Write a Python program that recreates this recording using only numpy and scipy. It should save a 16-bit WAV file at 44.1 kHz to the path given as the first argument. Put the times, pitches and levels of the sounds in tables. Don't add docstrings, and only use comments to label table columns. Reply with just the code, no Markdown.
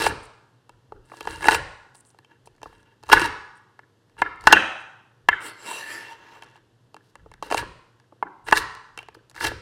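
import sys
import numpy as np
from scipy import signal
from scipy.fft import rfft, irfft, next_fast_len
from scipy.io import wavfile
from scipy.ndimage import uniform_filter1d

SR = 44100
rng = np.random.default_rng(int(sys.argv[2]) if len(sys.argv) > 2 else 0)


def generate_wav(signal):
    frames = np.transpose(np.atleast_2d(signal))
    scaled = np.clip(frames, -1, 1) * 32767
    pcm = np.round(scaled).astype(np.int16)
    wavfile.write(sys.argv[1], SR, pcm)


def volts(x):
    e = np.asarray(x, float) / 20
    return 10 ** e


N = 423801

# (pitch [Hz], width [Hz], level [dB])
FRIDGE_HUM = [(117, 27, -65.5), (325, 320, -69.5), (470, 18, -79)]
# (pitch [Hz], level [dB per Hz])
AIR_COLOUR = [(12, -52.5), (20, -15), (59, -17), (113, -0.5), (249, -7), (326, -12), (715, -15.5),
              (889, -11.5), (1260, -18), (1700, -14.5), (2420, -28), (2770, -18.5), (13000, -36.5)]
AIR_DB = -67.5

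# (time [s], hold [s], level [dB])
PUSHES = [(0, 0.12, -41), (0.75, 0.0082, -62.5), (0.95, 0.012, -53.5), (1.293, 0.1, -46),
          (1.507, 0.078, -38.5), (2.008, 0.14, -81), (2.453, 0.056, -65.5), (2.66, 0.053, -57.5),
          (3.154, 0.055, -35), (4.22, 0.0069, -49), (4.477, 0.019, -37.5), (4.611, 0.084, -64),
          (5.297, 0.013, -49), (5.601, 1.26, -75.5), (7.208, 0.22, -56.5), (7.577, 0.073, -43.5),
          (8.529, 0.057, -42), (8.946, 0.26, -68), (9.466, 0.06, -39)]
PUSH_RISE_DB_PER_S, PUSH_FALL_DB_PER_S = 262, 119.5
# (pitch [Hz], level [dB])
RUMBLE_COLOUR = [(10, -36.5), (25, -5.0), (60, -4.0), (95, -4.0), (170, -12.5), (400, -64.0)]

# (pitch [Hz], level [dB], time to die by 60 dB [s])
DEEP_MODES = [(330, -5, .05), (440, -1, .045), (560, -7, .03)]
MAIN_MODES = [(720, -21, .018), (880, -2, .035), (940, -2, .03), (1075, -7, .022), (1170, -1, .01)]
MIDDLE_MODES = [(1430, -8, .022), (1550, -6, .022), (1700, -1, .03), (1880, -8, .014), (2125, -15, .025)]
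UPPER_MODES = [(2335, -11, .025), (2715, -1, .03), (3100, -7, .03)]
# (pitch [Hz], level [dB], time to die by 60 dB [s])
CHOP_MAIN = [(883, 0, 0.037), (1000, -3.5, 0.032), (1188, -16.5, 0.044)]
CHOP_MIDDLE = [(1325, -10.5, .03), (1491, -4, 0.062), (1530, -5, .03), (1694, 1.5, 0.032),
               (1814, -11.5, .035)]
CHOP_UPPER = [(2190, -8, .025), (2684, -3, 0.047), (2772, -1.5, 0.06), (3110, -2, 0.025),
              (3490, -7.5, 0.02), (4220, -9.5, .012)]
# (pitch [Hz], level [dB], time to die by 60 dB [s])
LAND_MAIN = [(676, -19, 0.021), (970, -2.5, .028), (1080, -4.5, .02)]
LAND_MIDDLE = [(1360, -10.5, 0.031), (1709, -1.5, 0.035), (2103, -8, .04)]
# (pitch [Hz], width [Hz], level [dB])
SINGING_MODES = [(345.2, 74, -5.5), (445, 35, -10), (920.2, 48, 2.5), (1409, 270, -4), (1669, 65, 0.5),
                 (2702, 140, -4.5), (2786, 70, -7), (3140, 53, -14.5), (3880, 110, -12)]
SING_SHARE = 1.05

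# (start [s], length [s], snaps at the end [dB], growth [dB], board ring [dB])
GRINDS = [(0, 0.075, -31, 0, -27.5), (1.031, 0.24, -54.5, 7.5, -52), (1.274, 0.095, -50, -1, -43),
          (1.402, 0.07, -30, 15, -24), (1.489, 0.058, -28.5, 5, -25.5), (2.636, 0.1, -68.5, -3.5, -65.5),
          (2.731, .2, -79, 0, -66), (3.086, 0.03, -41.5, 2, -38), (3.112, 0.014, -25.5, 9, -16),
          (2.289, 0.039, -76.5, 3.5, -64.5), (8.459, 0.036, -47, 6, -39), (1.379, 0.04, -55.5, -4, -56),
          (3.134, 0.12, -36, 3.5, -29), (4.177, 0.022, -54, 3, -44.5), (4.382, 0.078, -49, 15.5, -44),
          (4.48, 0.093, -52, -4.5, -41.5), (7.43, 0.058, -58.5, -11, -56), (7.498, 0.052, -40, 2.5, -38.5),
          (7.57, 0.019, -33.5, 0.5, -29.5), (8.433, 0.055, -38.5, 31, -36),
          (8.528, 0.044, -20.5, 19.5, -53), (8.984, 0.05, -71.5, -13.5, -67.5),
          (7.018, 0.082, -71.5, 1, -79), (3.043, .045, -64.5, 0.5, -59.5), (9.346, 0.077, -48, 2.5, -49),
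          (9.393, 0.079, -28, 6, -29.5)]
GRIND_START_S, GRIND_FALL_DB_PER_S = 0.0014, 601
RING_FALL_DB_PER_S, RING_GROWTH = 452, 1
EASE_PER_DB = 0.08
# (start [s], length [s], level [dB])
RUSTLES = [(0, .09, -40.5), (0.229, 0.011, -51.5), (0.251, 0.0088, -54.5), (1.051, 0.075, -74),
           (1.13, 0.16, -69.5), (1.332, .09, -59), (8.442, 0.076, -61.5), (8.529, 0.056, -45.5),
           (1.295, 0.036, -54.5), (1.421, 0.056, -45.5), (1.495, .075, -42.5), (1.942, .065, -61),
           (2.048, .065, -64), (2.456, 0.013, -57), (2.73, .1, -79), (3.139, .04, -46.5),
           (3.197, 0.074, -49), (3.553, 0.0258, -66.5), (4.187, 0.024, -59.5), (4.8, 0.026, -69),
           (7.506, 0.1, -50)]
# (time [s], level [dB])
SPRAYS = [(1.484, -19.5), (1.954, -57.5), (2.46, -54.5), (2.632, -49.5), (3.128, -9.5), (4.218, -37),
          (4.471, -18), (4.525, -13), (5.287, -40.5), (7.424, -66), (8.525, -26.5), (9.146, -49.5)]
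SPRAY_FALL_DB_PER_S = 1499
# (pitch [Hz], level [dB per Hz])
SNAP_COLOUR = [(1760, -22), (3000, -5), (3500, 0.5), (3960, 3), (5330, -0.5), (6740, -7), (10500, -9.5),
               (15700, -18.5)]

# (time [s], peak [dB], middle modes [dB], sharpness [dB])
CRACKS = [(0.017, -14, 4.5, -23), (0.041, -14, -9, -5.5), (0.064, -2.5, -2, -11.5),
          (1.207, -19.5, -10.5, -4), (1.272, -12.5, -5, -13.5), (1.329, -26.5, -3.5, -12.5),
          (1.407, -29.5, 5.5, -6.5), (1.427, -21.5, -0.5, -6), (1.442, -13.5, 4, -9.5),
          (1.455, -11.5, -0.5, -16.5), (1.468, -15.5, -3.5, -11), (1.509, -13, 0.5, 0.5),
          (1.518, -12.5, 2.5, -2), (1.545, -11.5, -4.5, 2), (3.117, -15.5, 0.5, -6.5), (3.195, -17, 4, 1.5),
          (3.216, -12.5, 2, -6.5), (3.258, -30, -11, 11.5), (7.502, -23.5, 3.5, -6.5),
          (7.512, -10.5, -4.5, -13.5), (7.523, -8, -8, -9.5), (7.578, -24.5, 10, 9.5),
          (8.485, -21, 7.5, -2.5), (8.572, -15, 8, 4.5), (8.975, -26.5, 0, 1.5), (9.378, -35.5, 15.5, -17),
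          (9.408, -28.5, 17.5, -3), (9.428, -19.5, 6, -11), (9.449, -16, 7, -3), (9.47, -25.5, 5, 10)]
# (time [s], peak [dB], deep modes [dB], middle modes [dB], sharpness [dB])
THUDS = [(0.693, -30.5, -11, -12, -12), (0.921, -23.5, -3.5, -19.5, -27), (1.117, -27.5, -6, -4, -28.5),
         (1.138, -29.5, -12, -23, -23), (1.253, -26, -8, -18, -11), (1.528, -12, -27.5, -25, -13.5),
         (2.145, -44, -5, -19, -18), (2.472, -36, -6, -12, -8.5), (2.63, -23.5, -9, -8.5, -10.5),
         (2.658, -19, -15, -39, -44), (2.727, -39, -19.5, -2.5, -20), (3.09, -16.5, -24, -19, -16),
         (3.098, -9.5, -11, -8, -17), (6.943, -30, -5, -17, -9), (7.26, -35.5, -0.5, -29.5, -29),
         (7.425, -14, -10, -36.5, -12.5), (7.544, -2.5, -14.5, -31, -13), (7.626, -24, 2, -16, -36),
         (8.123, -37, 0, -20, -36), (9.167, -45, 8, -29, -33.5), (9.516, -24.5, 3.5, -14, -17)]
# (time [s], peak [dB], middle modes
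# [dB], sharpness [dB])
CRUMBS = [(9.362, -39, 13, -3), (1.098, -45.5, 5.5, -6), (1.169, -40, -4.5, 1), (1.187, -41.5, -5, -6.5),
          (1.228, -35.5, -8, -4.5), (1.497, -29, -1.5, 6.5), (1.948, -41.5, -3, -2), (2.05, -55, -9, 5.5),
          (2.187, -38, -3.5, -5), (2.315, -47.5, 0, -22), (2.456, -53, 0, -3), (2.616, -34.5, -5, -13.5),
          (2.829, -55.5, -1.5, 2.5), (3.035, -32.5, -5.5, -3.5), (3.067, -38.5, -3, -4.5),
          (3.791, -33, 3.5, -18), (4.167, -41.5, -6.5, -21), (4.189, -40.5, 5, -11.5),
          (6.965, -31.5, -5, -15.5), (7.154, -30.5, -3.5, -11.5), (7.315, -34.5, -1, -10),
          (7.338, -42.5, 10, 4.5), (7.47, -36, 1, -7), (7.999, -47.5, 2, -1.5), (8.75, -34.5, 0, -0.5),
          (9.085, -28, -4.5, -15), (9.148, -33, 1, -11.5), (9.297, -48, -5.5, 8.5), (9.312, -46, 0.5, 2),
          (9.345, -45, 13.5, -4),
          (0.012, -34, -5.5, 1), (0.081, -44, -3, -1.5), (1.308, -34.5, 1, 5.5), (1.345, -43.5, -2, 5),
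          (1.359, -38.5, -4.5, 4), (2.01, -62, -8.5, 6), (2.103, -56.5, -6.5, 7), (2.55, -54, 0.5, -6.5),
          (2.563, -59.5, -8.5, 2), (2.58, -52.5, 1, -8), (2.781, -62.5, -5.5, 2.5), (2.805, -63, -6, 4.5),
          (3.028, -41.5, -5.5, -3.5), (3.063, -51, -4, -1), (3.082, -40.5, -0.5, -1),
          (4.409, -47.5, -4.5, 7.5), (4.439, -28.5, -2, -9), (4.497, -34.5, 0, 2), (4.726, -56, -6.5, -1),
          (6.37, -44, 1.5, -13), (6.512, -59, -6.5, 1), (6.547, -59, -2.5, 1), (6.575, -49, -1, -8),
          (8.511, -20.5, 3.5, -4), (8.523, -2.5, 2.5, -21.5), (8.556, -25, 13, -0.5), (9.303, -54, -1, 6.5),
          (9.352, -41.5, -3, 2), (9.372, -49, 5, 8), (9.387, -40, 10, -10.5), (9.442, -21, -4, -11.5),
          (9.463, -22, 9.5, -3.5), (9.474, -22.5, 3, -10.5), (4.096, -54.5, 1, -4), (4.359, -59, -5, 6.5),
          (4.419, -51, -2, 4.5), (4.451, -45, -1.5, -0.5), (6.41, -57.5, -3.5, -2), (6.434, -45, -5, 1.5),
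          (6.443, -47, -1, 0), (6.462, -59, -4, 3), (6.487, -59.5, -6, 3.5), (6.499, -56.5, -3, 2.5),
          (6.563, -52, 0, 1), (5.728, -26.5, -8, -12)]
# (time [s], peak [dB], deep modes [dB], middle modes [dB], upper modes [dB])
BLOWS = [
    (1.484, 5, -17, 0.5, -10.5),
    (3.129, 10, -18.5, 3.5, -14),
    (4.471, 6, -16, 4, -7.5),
    (4.526, 9, -11.5, 5, 3.5),
    (8.526, 3.5, -18, -0.5, -8.5),
]
# (time [s], peak [dB], middle modes [dB], sharpness [dB])
TOPPLES = [
    (2.246, -46, -5, 4.5),
    (6.361, -33, -12.5, -24.5),
    (6.422, -31.5, 0, 3),
    (6.433, -37, -8.5, -10),
    (6.476, -42.5, -3.5, -12),
    (6.556, -38.5, -13, -10),
    (9.004, -36, -14.5, -6),
    (9.028, -35.5, -6.5, 1),
    (9.061, -52, -5, 3.5),
    (8.988, -30, -6, 9),
]
# (time [s], peak [dB], deep modes [dB], middle modes [dB], upper modes [dB])
LANDINGS = [
    (4.219, 0.5, -19.5, -3, -19.5),
    (5.287, 1, -23.5, 3, -5),
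    (8.226, -7, -17.5, -16, -29.5),
]
BLOW_TICK_DB, THUD_TICK_DB = -12.5, -0.5
CRACK_DEEP_DB, CRACK_TICK_DB = -7.5, -3.5
CRUMB_DEEP_DB, CRUMB_UPPER_DB, CRUMB_UPPER_SHARE = -10, -10.5, 0.18
TOPPLE_DEEP_DB, TOPPLE_TICK_DB = -15, -11
FIRM_LUCK, FIRM_CRACK, LOOSE_CRACK = 0.18, 0.33, .43
FIRM_RISE_S, LOOSE_RISE_S = 0.00038, 0.00088
# (pitch [Hz], level [dB per Hz])
TICK_COLOUR = [(2500, -23.5), (4000, -2.5), (5200, -6.5), (7500, -10.5), (9500, -12.5), (13000, -24.5),
               (17000, -35)]
TICK_T60_S, TICK_RISE_S = .007, .0006

# (delay [s], level [dB])
WALL_SLAPS = [(.0408, -9), (.0465, -19), (.055, -24)]
# (pitch [Hz], time to die by 60 dB [s])
ROOM_RING = [(100, 0.17), (400, .58), (1000, 0.87), (2000, 0.69), (4000, 0.67), (8000, 0.73), (15000, 0.18)]
# (pitch [Hz], level [dB])
WALL_COLOUR = [(100, 1.5), (450, 7), (700, -9), (950, -3.5), (1200, -3), (1450, 2), (1700, -2.5), (2150, 0),
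               (2750, -2), (3500, 0), (4500, 1.5), (8000, -5), (15000, -10.5)]
SCATTER_HZ, SCATTER_S, SCATTER_SHARE = 189.5, .0021, 0.8
NEAR_SEND_DB = -4

# (time [s], pressure [dB])
DRAGS = [
    [(5.392, -28.5), (5.408, -5.5), (5.472, 1.5), (5.52, -9.5), (5.56, -20.5)],
    [(5.53, -20), (5.642, -10.5), (5.664, -3.5), (5.7, -1.5), (5.85, -9), (5.92, -3.5), (6.05, -11),
     (6.13, -14.5), (6.17, -50)],
    [(6.12, -4), (6.38, -1.5), (6.405, -8.5), (6.44, -3), (6.5, -8.5), (6.57, -8), (6.63, -34)],
]
# (edge hiss [dB], blade rasp [dB], board ring [dB])
DRAG_MIX = [(-43.5, -45, -33.5), (-43, -39, -33.5), (-75.5, -57.5, -44.5)]
DRAG_FOLLOW = (2.1, 1, 0.96)
# (pitch [Hz],
# width [Hz], level over the friction [dB], centre [s], half length [s])
DRAG_TONES = [(943, 80, -0.5, 5.71, 0.031), (1770, 57, 3.5, 5.92, 0.1312), (2746, 31, 4.5, 5.75, 0.068),
              (930, 83, -8.5, 6.11, 0.038), (2710, 41, -13, 6.08, 0.064), (1670, 82, -25.5, 6.28, 0.085),
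              (2690, 46, -29, 6.25, 0.027), (936, 110, -17, 6.33, 0.077), (7600, 250, -12, 5.69, 0.087),
              (9200, 300, -14, 5.72, 0.079), (10100, 490, -12.5, 5.93, .08),
              (8700, 500, -9.5, 5.46, 0.038), (3860, 89, -10, 5.76, 0.086), (4760, 110, -8.5, 5.94, 0.044),
              (5820, 160, -10, 5.77, .06), (7350, 100, -18, 5.9, .09), (10500, 300, -13, 5.74, .08)]
# (pitch [Hz], level [dB per Hz])
EDGE_COLOUR = [(3820, -31), (6500, -13), (7000, 1.5), (7700, 7.5), (10800, -2.5), (11600, -11.5),
               (15700, -10)]
# (pitch [Hz], level [dB per Hz])
RASP_COLOUR = [(2500, 0), (3400, -5), (4500, -1), (6000, -5), (8000, -16.5), (12000, -17.5), (16000, -30)]
PATCH_DB, PATCH_FRAMES, PATCH_BINS = 3.0, 14, 7


def evened(x):
    return x / np.sqrt(np.mean(x ** 2) + 1e-20)


def coloured(x, points):
    size = next_fast_len(len(x))
    hz, db = np.transpose(points)
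    log_hz = np.log(np.fft.rfftfreq(size, 1 / SR) + 1)
    gain = volts(np.interp(log_hz, np.log(hz), db))
    return irfft(rfft(x, size) * gain, size)[:len(x)]


def resonate(x, hz, width):
    return signal.lfilter(*signal.iirpeak(hz, hz / width, SR), x)


def resonate_twice(x, hz, width):
    return resonate(resonate(x, hz, width), hz, width)


def background():
    hum = sum(volts(db) * evened(resonate_twice(rng.standard_normal(N), hz, width))
              for hz, width, db in FRIDGE_HUM)
    air = coloured(rng.standard_normal(N), AIR_COLOUR + [(14200, -73.5)])
    return volts(AIR_DB) * evened(air) + hum


def push():
    t = np.arange(0, N / SR, .002)
    weight = np.zeros(len(t))
    for s, hold, db in PUSHES:
        rise = PUSH_RISE_DB_PER_S * np.maximum(s - t, 0)
        fall = PUSH_FALL_DB_PER_S * np.maximum(t - s - hold, 0)
        weight += volts(db - rise - fall)
    rumble = coloured(rng.standard_normal(N), RUMBLE_COLOUR)
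    return np.interp(np.arange(N) / SR, t, weight) * evened(rumble)


def snaps(per_s):
    clump_db, size_db, grind = 2.5, 3, .7
    clumps = volts(clump_db * evened(uniform_filter1d(rng.standard_normal(N), 400)))
    sizes = volts(size_db * np.minimum(rng.exponential(1, N), 3.5))
    starts = sizes * (rng.random(N) < per_s / SR)
    lasting = signal.lfilter([1], [1, -np.exp(-1 / (0.0002 * SR))], starts)
    return rng.standard_normal(N) * (evened(lasting) + grind) * clumps


def stroke(start, length, end_db, growth_db, fall):
    out = np.zeros(N)
    t = np.arange(round((length + 60 / fall) * SR)) / SR
    ease_s = GRIND_START_S + EASE_PER_DB * max(growth_db, 0) * length
    growing_db = growth_db * (np.minimum(t / length, 1) - 1)
    falling_db = fall * np.maximum(t - length, 0)
    shape = np.minimum(t / ease_s, 1) * volts(end_db + np.minimum(growing_db - falling_db, 40))
    part = out[round(max(start, 0) * SR):][:len(t)]
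    part += shape[:len(part)]
    return out


def board_ring(drive, damping, deep_db=5.5, upper_db=2, top_hz=5000):
    families = (MAIN_MODES + MIDDLE_MODES, 0), (UPPER_MODES, upper_db), (DEEP_MODES, deep_db)
    rung = sum(volts(db + lift_db) * resonate(drive, hz, damping / t60)
               for modes, lift_db in families for hz, db, t60 in modes)
    soften = signal.butter(1, top_hz, fs=SR, output="sos")
    return evened(signal.sosfilt(soften, rung))


def singing(drive):
    return evened(sum(volts(db) * evened(resonate_twice(drive, hz, width))
                      for hz, width, db in SINGING_MODES))


def crumble():
    large, fine = snaps(2100), snaps(1300)
    hiss = evened(resonate_twice(fine, 8800, 2600) + 0.055 * np.diff(fine, prepend=0))
    bright = evened(coloured(large, SNAP_COLOUR)) + 0.15 * hiss
    rustle = sum(stroke(s, length, db, 0, SPRAY_FALL_DB_PER_S) for s, length, db in RUSTLES)
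    grind = sum(stroke(s, length, db, growth, GRIND_FALL_DB_PER_S)
                for s, length, db, growth, _ in GRINDS)
    spray = sum(stroke(s - GRIND_START_S, GRIND_START_S, db, 0, SPRAY_FALL_DB_PER_S) for s, db in SPRAYS)
    shake = sum(stroke(s, length, db, RING_GROWTH * growth, RING_FALL_DB_PER_S)
                for s, length, _, growth, db in GRINDS)
    board = 0.85 * board_ring(large, 2.2, upper_db=-1.0) + SING_SHARE * singing(large)
    return (grind + spray) * evened(bright) + rustle * hiss + shake * board


def ring(modes, luck, noise, t, crack):
    spread_db, detune, crack_t60 = 3.4, .008, 0.012
    wave = np.zeros(len(t))
    for (hz, db, t60), (level_luck, pitch_luck) in zip(modes, luck):
        fade = volts(db + spread_db * level_luck - 60 * t / t60)
        wave += fade * np.sin(2 * np.pi * hz * (1 + detune * pitch_luck) * t)
    limits = .97 * modes[0][0], 1.04 * modes[-1][0]
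    band = signal.butter(3, limits, "band", fs=SR, output="sos")
    dry = signal.sosfilt(band, noise * volts(-60 * t / crack_t60))
    wave = wave / abs(wave).max() + crack * dry / abs(dry).max()
    return wave / abs(wave).max()


def hits():
    rows = [(s, db, deep, mid, up, up + BLOW_TICK_DB) for s, db, deep, mid, up in BLOWS + LANDINGS]
    rows += [(s, db, deep, mid, up, up + THUD_TICK_DB) for s, db, deep, mid, up in THUDS]
    rows += [(s, db, CRACK_DEEP_DB, mid, up, up + CRACK_TICK_DB) for s, db, mid, up in CRACKS]
    rows += [(s, db, CRUMB_DEEP_DB, mid, CRUMB_UPPER_DB + CRUMB_UPPER_SHARE * tick, tick)
             for s, db, mid, tick in CRUMBS]
    rows += [(s, db, TOPPLE_DEEP_DB, mid, up, up + TOPPLE_TICK_DB) for s, db, mid, up in TOPPLES]
    return rows


def knocks():
    size = 2500
    t, out = np.arange(size) / SR, np.zeros((2, N + size))
    firm_kinds = [(CHOP_MAIN, CHOP_MIDDLE, CHOP_UPPER)] * len(BLOWS)
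    firm_kinds += [(LAND_MAIN, LAND_MIDDLE, UPPER_MODES)] * len(LANDINGS)
    for k, (s, peak_db, deep, middle, upper, tick_db) in enumerate(hits()):
        luck, noise = rng.standard_normal((4, 6, 2)), rng.standard_normal(size)
        if k < len(firm_kinds):
            low, mid, top = firm_kinds[k]
            chance, crack, rise = FIRM_LUCK, FIRM_CRACK, FIRM_RISE_S
        else:
            low, mid, top = MAIN_MODES, MIDDLE_MODES, UPPER_MODES
            chance, crack, rise = 1, LOOSE_CRACK, LOOSE_RISE_S
        main = max(0, middle - 9)
        families = zip((low, DEEP_MODES, mid, top), luck, (main, deep, middle, upper))
        body = sum(volts(db) * ring(modes, chance * spot, noise, t, crack) for modes, spot, db in families)
        body = body * (1 - np.exp(-t / rise))
        burst = noise * volts(-60 * t / TICK_T60_S) * (1 - np.exp(-t / TICK_RISE_S))
        tick = coloured(burst, TICK_COLOUR) * (t < .04)
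        at = round((s + .0004) * SR)
        out[:, at:at + size] += volts(peak_db) * np.array([body, volts(tick_db) * tick / abs(tick).max()])
    return out[:, :N]


def scattered(x):
    wander = uniform_filter1d(rng.standard_normal(N), round(SCATTER_S * SR))
    phase = 2 * np.pi * np.cumsum(SCATTER_HZ * evened(wander)) / SR
    turned = (signal.hilbert(x, next_fast_len(N))[:N] * np.exp(1j * phase)).real
    return np.sqrt(1 - SCATTER_SHARE) * x + np.sqrt(SCATTER_SHARE) * turned


def kitchen(x, tail_db=-16, slap_db=1, slap_hz=1650):
    taps = np.zeros(SR // 10)
    for s, db in WALL_SLAPS:
        taps[round(s * SR)] = volts(db)
    slaps = resonate_twice(signal.oaconvolve(x, taps)[:N], slap_hz, 480)
    hz, t, z = signal.stft(rng.standard_normal(SR), SR, nperseg=256)
    ring_hz, ring_s = np.transpose(ROOM_RING)
    t60 = np.interp(np.log(hz + 1), np.log(ring_hz), ring_s)
    tail = signal.istft(z * volts(-60 * t / t60[:, None]), SR, nperseg=256)[1]
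    tail *= np.clip(np.arange(len(tail)) / SR / 0.034, 0, 1) ** 1.1
    tail = coloured(tail / np.linalg.norm(tail), WALL_COLOUR)
    return volts(slap_db) * slaps + volts(tail_db) * signal.fftconvolve(scattered(x), tail)[:N]


def mottled(x):
    z = signal.stft(x, nperseg=512)[2]
    patches = uniform_filter1d(rng.standard_normal(z.shape[::-1]), PATCH_FRAMES, axis=0)
    patches = uniform_filter1d(patches, PATCH_BINS, axis=1)
    return signal.istft(z * volts(PATCH_DB * evened(patches).T), nperseg=512)[1][:N]


def played(rows, mix, layers):
    s, pressure_db = np.transpose(rows)
    span, out = slice(round(s[0] * SR), round(s[-1] * SR)), np.zeros(N)
    t = (np.arange(N) / SR)[span]
    fade = np.clip(np.minimum((t - s[0]) / .003, (s[-1] - t) / .04), 0, 1)
    pressure = np.interp(t, s, pressure_db)
    out[span] = fade * sum(volts(db + follow * pressure) * layer[span]
                           for db, follow, layer in zip(mix, DRAG_FOLLOW, layers))
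    return out


def scrape():
    t = np.arange(N) / SR
    unevenness = evened(uniform_filter1d(rng.standard_normal(N), 90))
    grit = rng.standard_normal(N) * volts(1.8 * unevenness)
    lines = np.zeros(N)
    for hz, width, db, s, half in DRAG_TONES:
        swell = np.exp(-((t - s) / half) ** 2)
        lines += volts(db - 41.5) * swell * evened(resonate(grit, hz, width))
    rough = mottled(grit)
    hiss = evened(coloured(rough, EDGE_COLOUR))
    rasp = evened(coloured(rough, RASP_COLOUR))
    board = volts(-9.5) * board_ring(grit, 3.5) + volts(-13.5) * singing(grit)
    drag = sum(played(rows, mix, (hiss, rasp, board)) for rows, mix in zip(DRAGS, DRAG_MIX))
    return lines, drag


def scene():
    rung, ticks = knocks()
    lines, drag = scrape()
    cut = signal.butter(2, 260, "high", fs=SR, output="sos")
    board, near = signal.sosfilt(cut, [rung + crumble() + lines, ticks + drag])
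    room = kitchen(board + volts(NEAR_SEND_DB) * near)
    return (board + near + room + push() + background())[None]


def low_pass(x):
    return signal.sosfilt(signal.butter(12, 15830, fs=SR, output="sos"), x)


def record(dry):
    mix = np.clip(dry, -1, 1)
    return low_pass(mix)


dry = scene()
out = record(dry)
generate_wav(out)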